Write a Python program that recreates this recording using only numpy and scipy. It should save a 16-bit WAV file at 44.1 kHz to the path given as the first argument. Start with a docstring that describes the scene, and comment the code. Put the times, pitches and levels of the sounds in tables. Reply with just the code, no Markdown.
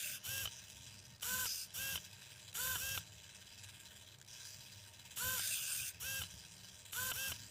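"""The lift servo of a small desktop drawing robot raises and lowers the pen, close to one microphone: motor
orders follow the speed in a whine that arcs up and down over ringing gear noise, and each stroke ends in a knock.
The arm servos hiss through filtered tooth noise when they swing fast, squeal briefly in gliding tones, and creep
in ticking nudges while the pen draws. Low desk modes rumble under it all, with a faint hiss of room and microphone."""
import sys
import numpy as np
from scipy import signal
from scipy.fft import rfft, irfft
from scipy.io import wavfile

SR = 44100
rng = np.random.default_rng(int(sys.argv[2]) if len(sys.argv) > 2 else 0)


def inscribe(sig):
    """Save sig as 16-bit PCM at rate SR to the path in sys.argv[1].

    A 1-D sig is mono; a 2-D sig holds one channel per row.
    Samples are clipped to [-1, 1] before scaling.
    """
    pcm = np.round(np.clip(np.atleast_2d(sig).T, -1, 1) * 32767)
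    wavfile.write(sys.argv[1], SR, pcm.astype(np.int16))


N = 330750
TIME = np.arange(N) / SR   # s

# Lift strokes that raise the pen: start_s, driven_s, braking_s, top_speed_hz,
# whine_db (reference for the motor orders), gear_db (gear noise at full speed)
RAISING = [(1.213, 0.2, 0.063, 511.4, -49, -41), (2.537, 0.19, 0.047, 516, -47.5, -42),
           (5.157, .185, 0.054, 515.3, -47.5, -41.5), (6.916, .186, .022, 516, -48.5, -43) ]
# Lift strokes that lower the pen, same columns
LOWERING = [(.234, 0.18, 0.033, 539.5, -51.5, -44), (1.734, .19, 0.034, 541, -50.5, -44),
            (2.757, 0.19, 0.032, 537, -50.5, -44), (5.995, .19, .033, 536, -50, -45),
            (7.122, 0.15, 0.04, 538.5, -49, -44)]


def lift_servo():
    """Tooth contacts ring the gearbox, coloured differently for each direction, under the whine of the motor."""
    # Motor orders while raising: full_speed_db, loss_db (per tenth of speed missing)
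    raising_orders = [(-14, 4.5), (-6, 9), (2, 6.5), (-13, 6), (-10.5, 4), (-13, 6), (-19, 6), (-12, 1.5),
                      (-20, 21), (-14, 9), (-2, 14)]
    # Motor orders while lowering, same columns
    lowering_orders = [(-15, 3), (-24, 4), (0, 6.5), (0, 12), (-5.5, 4), (-12, 6), (-17, 6), (-9, 8),
                       (-20, 8), (-8, 8), (-26, 8)]
    # Gearbox resonances: pitch_hz, width_hz, raising_db, lowering_db
    gearbox = [(840, 660, -19.5, -12.5), (1526, 210, -5, -5), (3000, 404, -5.5, -0.5), (3570, 80, -2.5, 0),
               (3890, 200, -8.5, -7.5), (4900, 460, -11, -9.5), (5640, 280, -3.5, 2.5), (6970, 510, -2, -2),
               (7770, 340, -1, -0.5), (9120, 1000, -6.5, -5), (11460, 740, -4, -0.5),
               (12860, 460, -3, -1.5), (14440, 620, -5, -1)]
    contacts = teeth(3.4)
    raising_peaks = [(hz, width, db) for hz, width, db, _ in gearbox]
    lowering_peaks = [(hz, width, db) for hz, width, _, db in gearbox]
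    raising_gears = rms_one(body(contacts, raising_peaks, flicker_db=0.44, flicker_rate=24))
    lowering_gears = rms_one(body(contacts, lowering_peaks, flicker_db=1.0, flicker_rate=14))
    up = lift(RAISING, raising_orders, raising_gears, spin_up_s=.021, waver_db=3.0, run_out_s=0.0031)
    down = lift(LOWERING, lowering_orders, lowering_gears, spin_up_s=.019, waver_db=0.9, run_out_s=0.023)
    return up + down


def lift(strokes, orders, gears, spin_up_s, waver_db, run_out_s):
    """The motor spins up, holds and brakes into the stop; its orders ride on the speed, the gears run out later."""
    # Multiples of the motor speed that are heard
    multiples = (1, 2, 3, 5, 6, 7, 8, 9, 10, 12, 27)
    speed_hz, missing, whine, grind = np.zeros((4, N))   # missing: tenths of top speed
    for start, driven, braking, top_hz, whine_db, gear_db in strokes:
        near = span(start, start + driven + braking + .05)
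        since = TIME[near] - start
        left = driven + braking - since
        spin_up = 1 - np.exp(-np.maximum(since, 0) / spin_up_s)
        brake = 1 - .16 * np.clip((since - driven) / braking, 0, 1.5) ** 2
        speed = spin_up * brake
        running = (since > 0) & (left > -.01)
        speed_hz[near] += top_hz * speed * running
        missing[near] += 10 * (1 - speed) * running
        whine_gate = np.clip(since / 0.0081 - .6, 0, 1) * np.clip(left / 0.012 + .5, 0, 1)
        whine[near] += amp(whine_db) * whine_gate
        gear_gate = np.clip(since / 0.014, 0, 1) * np.clip((left + run_out_s) / 0.017, 0, 1)
        grind[near] += amp(gear_db + 4.3 * (speed - 1)) * gear_gate
    turn = 2 * np.pi * np.cumsum(speed_hz * (1 + 0.0023 * drift(47))) / SR
    tones = np.zeros(N)
    for k, (db, loss_db) in zip(multiples, orders):
        level = amp(db - loss_db * missing + waver_db * drift(52))
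        tones += level * np.sin(k * turn + rng.uniform(0, 2 * np.pi))
    return np.sqrt(2) * whine * tones + grind * gears


def stops():
    """A short rattle of four contacts strikes every mode of the slide, each with a strength of its own."""
    # The slide meets its end of travel: time_s, strike_db, low_mode_db (extra for modes below 2 kHz)
    end_stops = [(0.4545, -24, 6), (1.4553, -29, 6), (1.956, -23, 2), (2.755, -27, 11), (2.9763, -21.5, 4),
                 (5.395, -28.5, 12), (6.2168, -27, 4.5), (7.116, -23.5, 6.5), (7.3183, -22.5, 2.5)]
    # Modes of the slide: pitch_hz, level_db, t60_s
    slide_modes = [(1424, -24, 0.03), (1617, -18, 0.03), (3042, 1, 0.016), (3490, -11, 0.028),
                   (3880, -18, 0.013), (5700, -14, 0.025), (7000, -20, 0.012)]
    take_up_s, take_up_db = .015, -31.5   # a raising stroke takes up its slack with a tick
    bounce_s, bounce_db = 0.019, -30   # a pen lowered from rest bounces once
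    raised_s = [sum(stroke[:3]) for stroke in RAISING]
    from_rest = [stroke for stroke in LOWERING if all(abs(stroke[0] - end) > .05 for end in raised_s)]
    landed = [row for row in end_stops if any(abs(row[0] - sum(stroke[:3])) < .01 for stroke in from_rest)]
    take_ups = [(stroke[0] + take_up_s, take_up_db, 0) for stroke in RAISING]
    bounces = [(row[0] + bounce_s, bounce_db, 0) for row in landed]
    time_s, strike_db, low_db = np.transpose(list(end_stops) + take_ups + bounces)
    luck_db = rng.normal(0, 2, (len(time_s), len(slide_modes), 4))
    gaps_s = rng.uniform(.6, 1.4, (len(time_s), 4)) * [0.0003, 0.0013, 0.0022, 0.0035]
    at = ((time_s[:, None] + np.cumsum(gaps_s, axis=1)) * SR).astype(int)
    out = np.zeros(N)
    for k, (hz, level_db, t60) in enumerate(slide_modes):
        blow_db = strike_db + level_db + low_db * (hz < 2000)
        clicks = np.full(N, 1e-18)
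        clicks[at] = amp(blow_db[:, None] + [-12, -8, -13, -16] + luck_db[:, k])
        r, w = amp(-60 / (t60 * SR)), 2 * np.pi * hz / SR
        out += signal.lfilter([0, np.sin(w)], [1, -2 * r * np.cos(w), r * r], clicks)
    return signal.lfilter([.15, .2, .3, .2, .15], [1], out)   # a soft contact


def swing():
    """Fast arm moves: a dense, throbbing hiss and a faint motor hum; the gear stages fade before the housing."""
    # Fast moves: start_s, end_s, housing_start_db, housing_end_db, then over the housing
    # first_stage_start_db, first_stage_end_db, upper_stages_db; throb_db (depth)
    fast_moves = [(-.05, 0.157, -50.5, -50, 0.29, -2.5, 4.4, .8),
                  (1.474, 1.643, -51.5, -58, 9.9, 8.5, 6.6, 1.9),
                  (5.393, 5.883, -48.5, -52, 2.1, 1.7, 6.5, 0.85)]
    # Resonances of the swinging arm: pitch_hz, width_hz, level_db
    swing_peaks = [(1554, 107, 0.5), (2420, 560, -2), (2700, 450, 2), (3520, 400, -2), (4970, 400, -2),
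                   (6150, 590, -2.5), (7540, 620, -6), (8420, 140, -7), (8660, 760, 2), (10800, 450, -3),
                   (12100, 880, -5.5), (14470, 480, -0.5)]
    throb_hz, hum_hz, release_s = 65.5, 592, 0.044   # the throb is one turn of a gear
    level, first_db, upper_db = np.zeros((3, N))
    throb = np.cos(2 * np.pi * np.cumsum(throb_hz * amp(1.2 * drift(15))) / SR)
    for start, end, from_db, to_db, first_from_db, first_to_db, top_db, throb_db in fast_moves:
        gate = during(start - .03, end, 0.025, release_s)
        level += gate * amp(np.interp(TIME, [start, end], [from_db, to_db]) + throb_db * throb)
        run_out_db = 8 * (during(start - 1, end, 1, release_s) - 1)
        first_line_db = np.interp(TIME, [start, end], [first_from_db, first_to_db])
        first_db += (gate > 0) * (first_line_db + run_out_db)
        upper_db += (gate > 0) * (top_db + run_out_db)
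    hiss = arm(teeth(2.8), swing_peaks, first_db, upper_db, flicker_db=1.8)
    wandering_hz = hum_hz * (1 + .02 * drift(4) + .025 * drift(40))
    hum = unsteady(wandering_hz, level_db=-22.5, waver_db=4.5, rate=24.5)
    return level * amp(.8 * drift(8)) * (hiss + hum)


def squeals():
    """Gears squeal briefly during a swing: each squeal is a rough gliding tone that swells and dies."""
    # Squeals: middle_s, length_s, from_hz, to_hz, level_db (swell, before the tone's own gain and waver)
    squeal_glides = [(0.056, 0.052, 2750, 2520, -49), (0.132, 0.046, 3450, 3400, -57.5),
                     (1.505, 0.085, 4750, 5050, -48.5), (1.585, 0.1, 5100, 4850, -52),
                     (5.526, .06, 2780, 2550, -49), (5.633, .05, 2900, 2750, -53),
                     (5.758, 0.036, 2750, 2680, -51), (5.79, 0.043, 2550, 2450, -51),
                     (5.87, .04, 2800, 2700, -56)]
    pitch_hz, swell = np.zeros((2, N))
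    for middle, length, from_hz, to_hz, level_db in squeal_glides:
        near = span(middle - length / 2, middle + length / 2)
        place = (TIME[near] - middle) / length   # -.5 to .5 while it sounds
        pitch_hz[near] = from_hz + (to_hz - from_hz) * (place + .5)
        swell[near] = amp(level_db) * np.cos(np.pi * place)
    return swell * unsteady(pitch_hz, level_db=1.0, waver_db=4.5, rate=87.0)


def creep():
    """Slow arm moves: teeth tick over, surging at every command, while motor current pulses modulate and sing."""
    # Creeping along a line or settling after a swing: start_s, end_s, command_step_s, housing_start_db,
    # housing_end_db, surge_db (over the housing), first_stage_db, upper_stages_db (both over the housing)
    slow_moves = [(.19, .235, 0.042, -69.5, -64.5, 1.5, -1, -6),
                  (.458, .864, 0.06, -63, -64.5, -8.5, 1, -0.5),
                  (.864, 1.165, 0.059, -63.5, -68.5, -3.5, 1, -2),
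                  (1.665, 1.735, .022, -69, -72.5, -5.5, 0.5, -5),
                  (1.955, 2.508, 0.087, -63, -64, 0, -1, -2),
                  (2.949, 3.633, .057, -66.5, -64.5, -1.5, -2.5, -3),
                  (3.633, 4.165, 0.054, -63, -69.5, 1, -5, -1), (4.275, 4.45, .06, -62.5, -58.5, -15, 1, 0),
                  (4.45, 4.603, 0.0904, -57.5, -66, -10, 3.5, 2),
                  (4.603, 4.875, .057, -61.5, -65.5, -5, -1, -1.5),
                  (4.875, 5.16, 0.058, -68, -65.5, 3.5, -3.5, -1.5),
                  (5.91, 6.0, 0.027, -65.5, -69, -6.5, -0.5, -3),
                  (6.23, 6.625, 0.072, -64, -66, -5.5, 1.5, 1),
                  (6.63, 6.838, 0.053, -64.5, -68.5, -2, 0.5, -0.5),
                  (6.849, 6.91, .029, -68, -71.5, 8, -8, 0), (7.33, 7.55, .065, -60, -64.5, -16, 0.5, 0.5)]
    # Resonances of the creeping arm: pitch_hz, width_hz, level_db
    creep_peaks = [(936, 38, -2.5), (1592, 97, 1), (2605, 180, 2), (2983, 64, 5), (3284, 223, 2.5),
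                   (3974, 116, 5), (4860, 255, 3), (5950, 580, 1), (7360, 860, -8.5), (8740, 1000, -12.5),
                   (10200, 1250, -19), (11500, 710, -19), (12500, 900, -20), (14800, 400, -16)]
    # The arm twitches while it stands between lines: time_s, housing_db
    twitches = [(1.18, -66), (1.197, -62), (1.208, -57.5), (1.704, -58), (1.717, -66), (1.727, -67),
                (2.514, -59), (2.528, -52), (4.146, -61.5), (4.185, -60), (4.199, -61.5), (4.214, -55),
                (4.225, -60.5), (4.247, -63), (4.263, -60)]
    # Song of the current pulses: multiple (of the pulse rate), peak_db (before waver)
    drive_tones = [(2, -79), (3, -80.5), (5, -108.5), (6, -78.5), (7, -81)]
    drive_hz, surge_rise_s, surge_s, twitch_s = 306.8, 0.002, 0.024, .0045
    settle_db, settle_s = -59, 0.039   # the arm shakes on after the pen lands
    tick_db, tick_per_db = 3.9, .25   # tick depth at -64 dB effort, and its growth per dB of slowness
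    effort, moving, first_db, upper_db = np.zeros((4, N))
    for start, end, step_s, from_db, to_db, surge_db, first, upper in slow_moves:
        gate = during(start, end, .003, .008)
        near = span(start, end + .01)
        since = np.clip(TIME[near] - start, 0, 1) % step_s   # s since the last command
        surge = np.minimum(since / surge_rise_s, 1) * np.exp(-(since / surge_s) ** 2)
        housing = amp(np.interp(TIME[near], [start, end], [from_db, to_db]))
        effort[near] += gate[near] * housing * (1 + amp(surge_db) * surge)
        moving = np.maximum(moving, gate)
        first_db[near], upper_db[near] = first, upper
    for stroke in LOWERING:
        since = TIME - sum(stroke[:3])
        effort += amp(settle_db) * (since > 0) * np.exp(-np.abs(since) / settle_s)
    slowness_db = np.clip(-64 - 20 * np.log10(effort + 1e-9), -8, 8)   # a quieter arm counts as slower
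    # teeth pass unevenly, and less often as the arm slows
    tooth_hz = 105 * amp(2 * drift(12) - .5 * slowness_db)
    tooth = 2 * np.pi * np.cumsum(tooth_hz) / SR
    tick = np.cos(tooth + .7 * np.cos(tooth))
    effort *= amp((tick_db + tick_per_db * slowness_db) * tick + 1.3 * drift(62))
    for time_s, level_db in twitches:
        near = span(time_s, time_s + 4 * twitch_s)
        since = TIME[near] - time_s
        effort[near] += amp(level_db) * np.clip(since / 0.00069, 0, 1) * np.exp(-(since / twitch_s) ** 2)
    turn = 2 * np.pi * drive_hz * TIME
    pulsed = teeth(1.8) * (1 + .28 * np.cos(turn))
    song = sum(amp(db + 2.9 * drift(11.0)) * np.sin(k * turn + k) for k, db in drive_tones)
    return effort * arm(pulsed, creep_peaks, first_db, upper_db, flicker_db=2.0) + moving * song


def arm(contacts, case, first_db, upper_db, flicker_db):
    """The housing rings below 4.5 kHz, the first gear stage up to 6.7 kHz, the finer stages above."""
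    bands_hz = ((0, 4500), (4500, 6700), (6700, SR))
    parts = [[peak for peak in case if low <= peak[0] < high] for low, high in bands_hz]
    housing, first, upper = (rms_one(body(contacts, part, flicker_db, 7.4)) for part in parts)
    return housing + amp(first_db) * first + amp(upper_db) * upper


def desk():
    """Low modes of the desk top take up the motion: swells with lift strokes and jolts, thumps under lowering."""
    # Modes of the desk top: pitch_hz, width_hz, level_db
    desk_peaks = [(52.5, 21.6, -11), (74, 26.7, -3.5), (101.7, 12, 2), (129.1, 8.9, -1),
                  (168.6, 28.5, -7.5), (190, 24.2, -6.5), (282, 58, -22.5)]
    # The arm jolts the desk top: time_s, level_db (added rumble)
    arm_jolts = [(.1, -69), (.85, -71), (1.11, -69), (4.78, -77), (5.52, -67), (5.82, -60), (6.35, -62),
                 (7.42, -65)]
    rest_db, raise_db, lower_db = -65, -54.5, -59.5   # rumble at rest; added at mid-raise and while lowering
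    thump_db, thump_s, thump_hz, jolt_s = -47, 0.019, 84, 0.034   # each thump's pitch varies around thump_hz
    level, thumps = amp(rest_db + 0.75 * drift(2.1)), np.zeros(N)
    for start, driven, braking, *_ in RAISING:
        place = np.clip((TIME - start) / (driven + braking + 0.055), 0, 1)
        level += amp(raise_db) * np.sin(np.pi * place) ** 2
    for time_s, level_db in arm_jolts:
        level += amp(level_db) * bump(time_s, jolt_s)
    for start, driven, braking, *_ in LOWERING:
        end = start + driven + braking
        level += amp(lower_db) * during(start, end, 0.079, 0.068)
        # one thump as the stroke gets under way, a stronger one as it brakes
        for time_s, level_db in ((start + .055, thump_db - 7), (end - .005, thump_db)):
            near = span(time_s - .15, time_s + .15)
            cycles = thump_hz * rng.uniform(.9, 1.15) * TIME[near] + rng.random()
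            thumps[near] += amp(level_db) * bump(time_s, thump_s)[near] * np.sin(2 * np.pi * cycles)
    rumble = rms_one(body(rng.standard_normal(N), desk_peaks, flicker_db=2.4, flicker_rate=1.53))
    return level * rumble + thumps


def room():
    """Steady faint hiss of room and microphone: noise shaped in the spectrum."""
    # Relative spectrum of the hiss: pitch_hz, density_db (per Hz)
    hiss_curve = [(30, -18), (106, -23), (300, -15), (600, -14), (1100, -19), (2500, -19), (8000, -24.5),
                  (12000, -31.5), (16000, -42)]
    hz = np.maximum(np.fft.rfftfreq(N, 1 / SR), 1)
    at_hz, density_db = np.transpose(hiss_curve)
    shape = amp(np.interp(np.log(hz), np.log(at_hz), density_db))
    hiss = irfft(rfft(rng.standard_normal(N)) * shape, N)
    return amp(-69) * rms_one(hiss)   # rms level in dB


def teeth(spread_db):
    """Dense tooth and brush contacts of uneven size."""
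    return rng.standard_normal(N) * amp(spread_db * np.minimum(rng.exponential(1, N), 5))


def body(x, peaks, flicker_db, flicker_rate):
    """Parallel resonances of alternating sign, each flickering in level on its own."""
    out = np.zeros(N)
    for k, (hz, width, db) in enumerate(peaks):
        level = amp(db + flicker_db * drift(flicker_rate))
        out += (-1) ** k * level * resonate(x, hz, width)
    return out


def resonate(x, hz, width_hz):
    """One two-pole resonance, gain 1 on top."""
    r = np.exp(-np.pi * max(width_hz, 5) / SR)
    zeros = np.array([1, 0, -1]) * (1 - r * r) / 2
    return signal.lfilter(zeros, [1, -2 * r * np.cos(2 * np.pi * hz / SR), r * r], x)


def unsteady(hz, level_db, waver_db, rate):
    """A tone that comes and goes and never holds its pitch exactly."""
    phase = 2 * np.pi * np.cumsum(hz * (1 + 0.01215 * drift(rate))) / SR
    return amp(level_db + waver_db * drift(rate)) * np.sin(phase)


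def drift(rate):
    """Slow random wander of rms 1: noise at SR / 40 through two equal low-pass poles at rate Hz."""
    r = np.exp(-80 * np.pi * rate / SR)
    noise = rng.standard_normal(N // 40 + 2002)
    slow = signal.lfilter([1], [1, -2 * r, r * r], noise)[2000:]   # past the filter's start-up
    return np.interp(np.arange(N) / 40, np.arange(len(slow)), rms_one(slow))


def during(start, end, rise_s, fall_s):
    """A gate that rises after the start and falls after the end."""
    return np.clip(np.minimum((TIME - start) / rise_s, (end - TIME) / fall_s + 1), 0, 1)


def bump(middle, width_s):
    """A bell-shaped swell."""
    out, near = np.zeros(N), span(middle - 4 * width_s, middle + 4 * width_s)
    out[near] = np.exp(-((TIME[near] - middle) / width_s) ** 2)
    return out


def span(start, end):
    """The samples between two times in seconds."""
    return slice(max(int(start * SR), 0), int(end * SR))


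def amp(db):
    """Gain of a level in dB."""
    return 10 ** (np.asarray(db) / 20)


def rms_one(x):
    """Scaled to rms 1."""
    return x / np.sqrt(np.mean(x ** 2) + 1e-20)


def scene():
    """All sources reach one microphone, heard alike in both channels."""
    robot = lift_servo() + stops() + swing() + squeals() + creep()
    return np.tile(robot + desk() + room(), (2, 1))


def record(dry):
    """A steep low-pass cuts the top: 70 dB down from 16250 Hz upward."""
    return signal.sosfilt(signal.cheby2(16, 70, 16250, fs=SR, output="sos"), dry)


dry = scene()
out = record(dry)
inscribe(out)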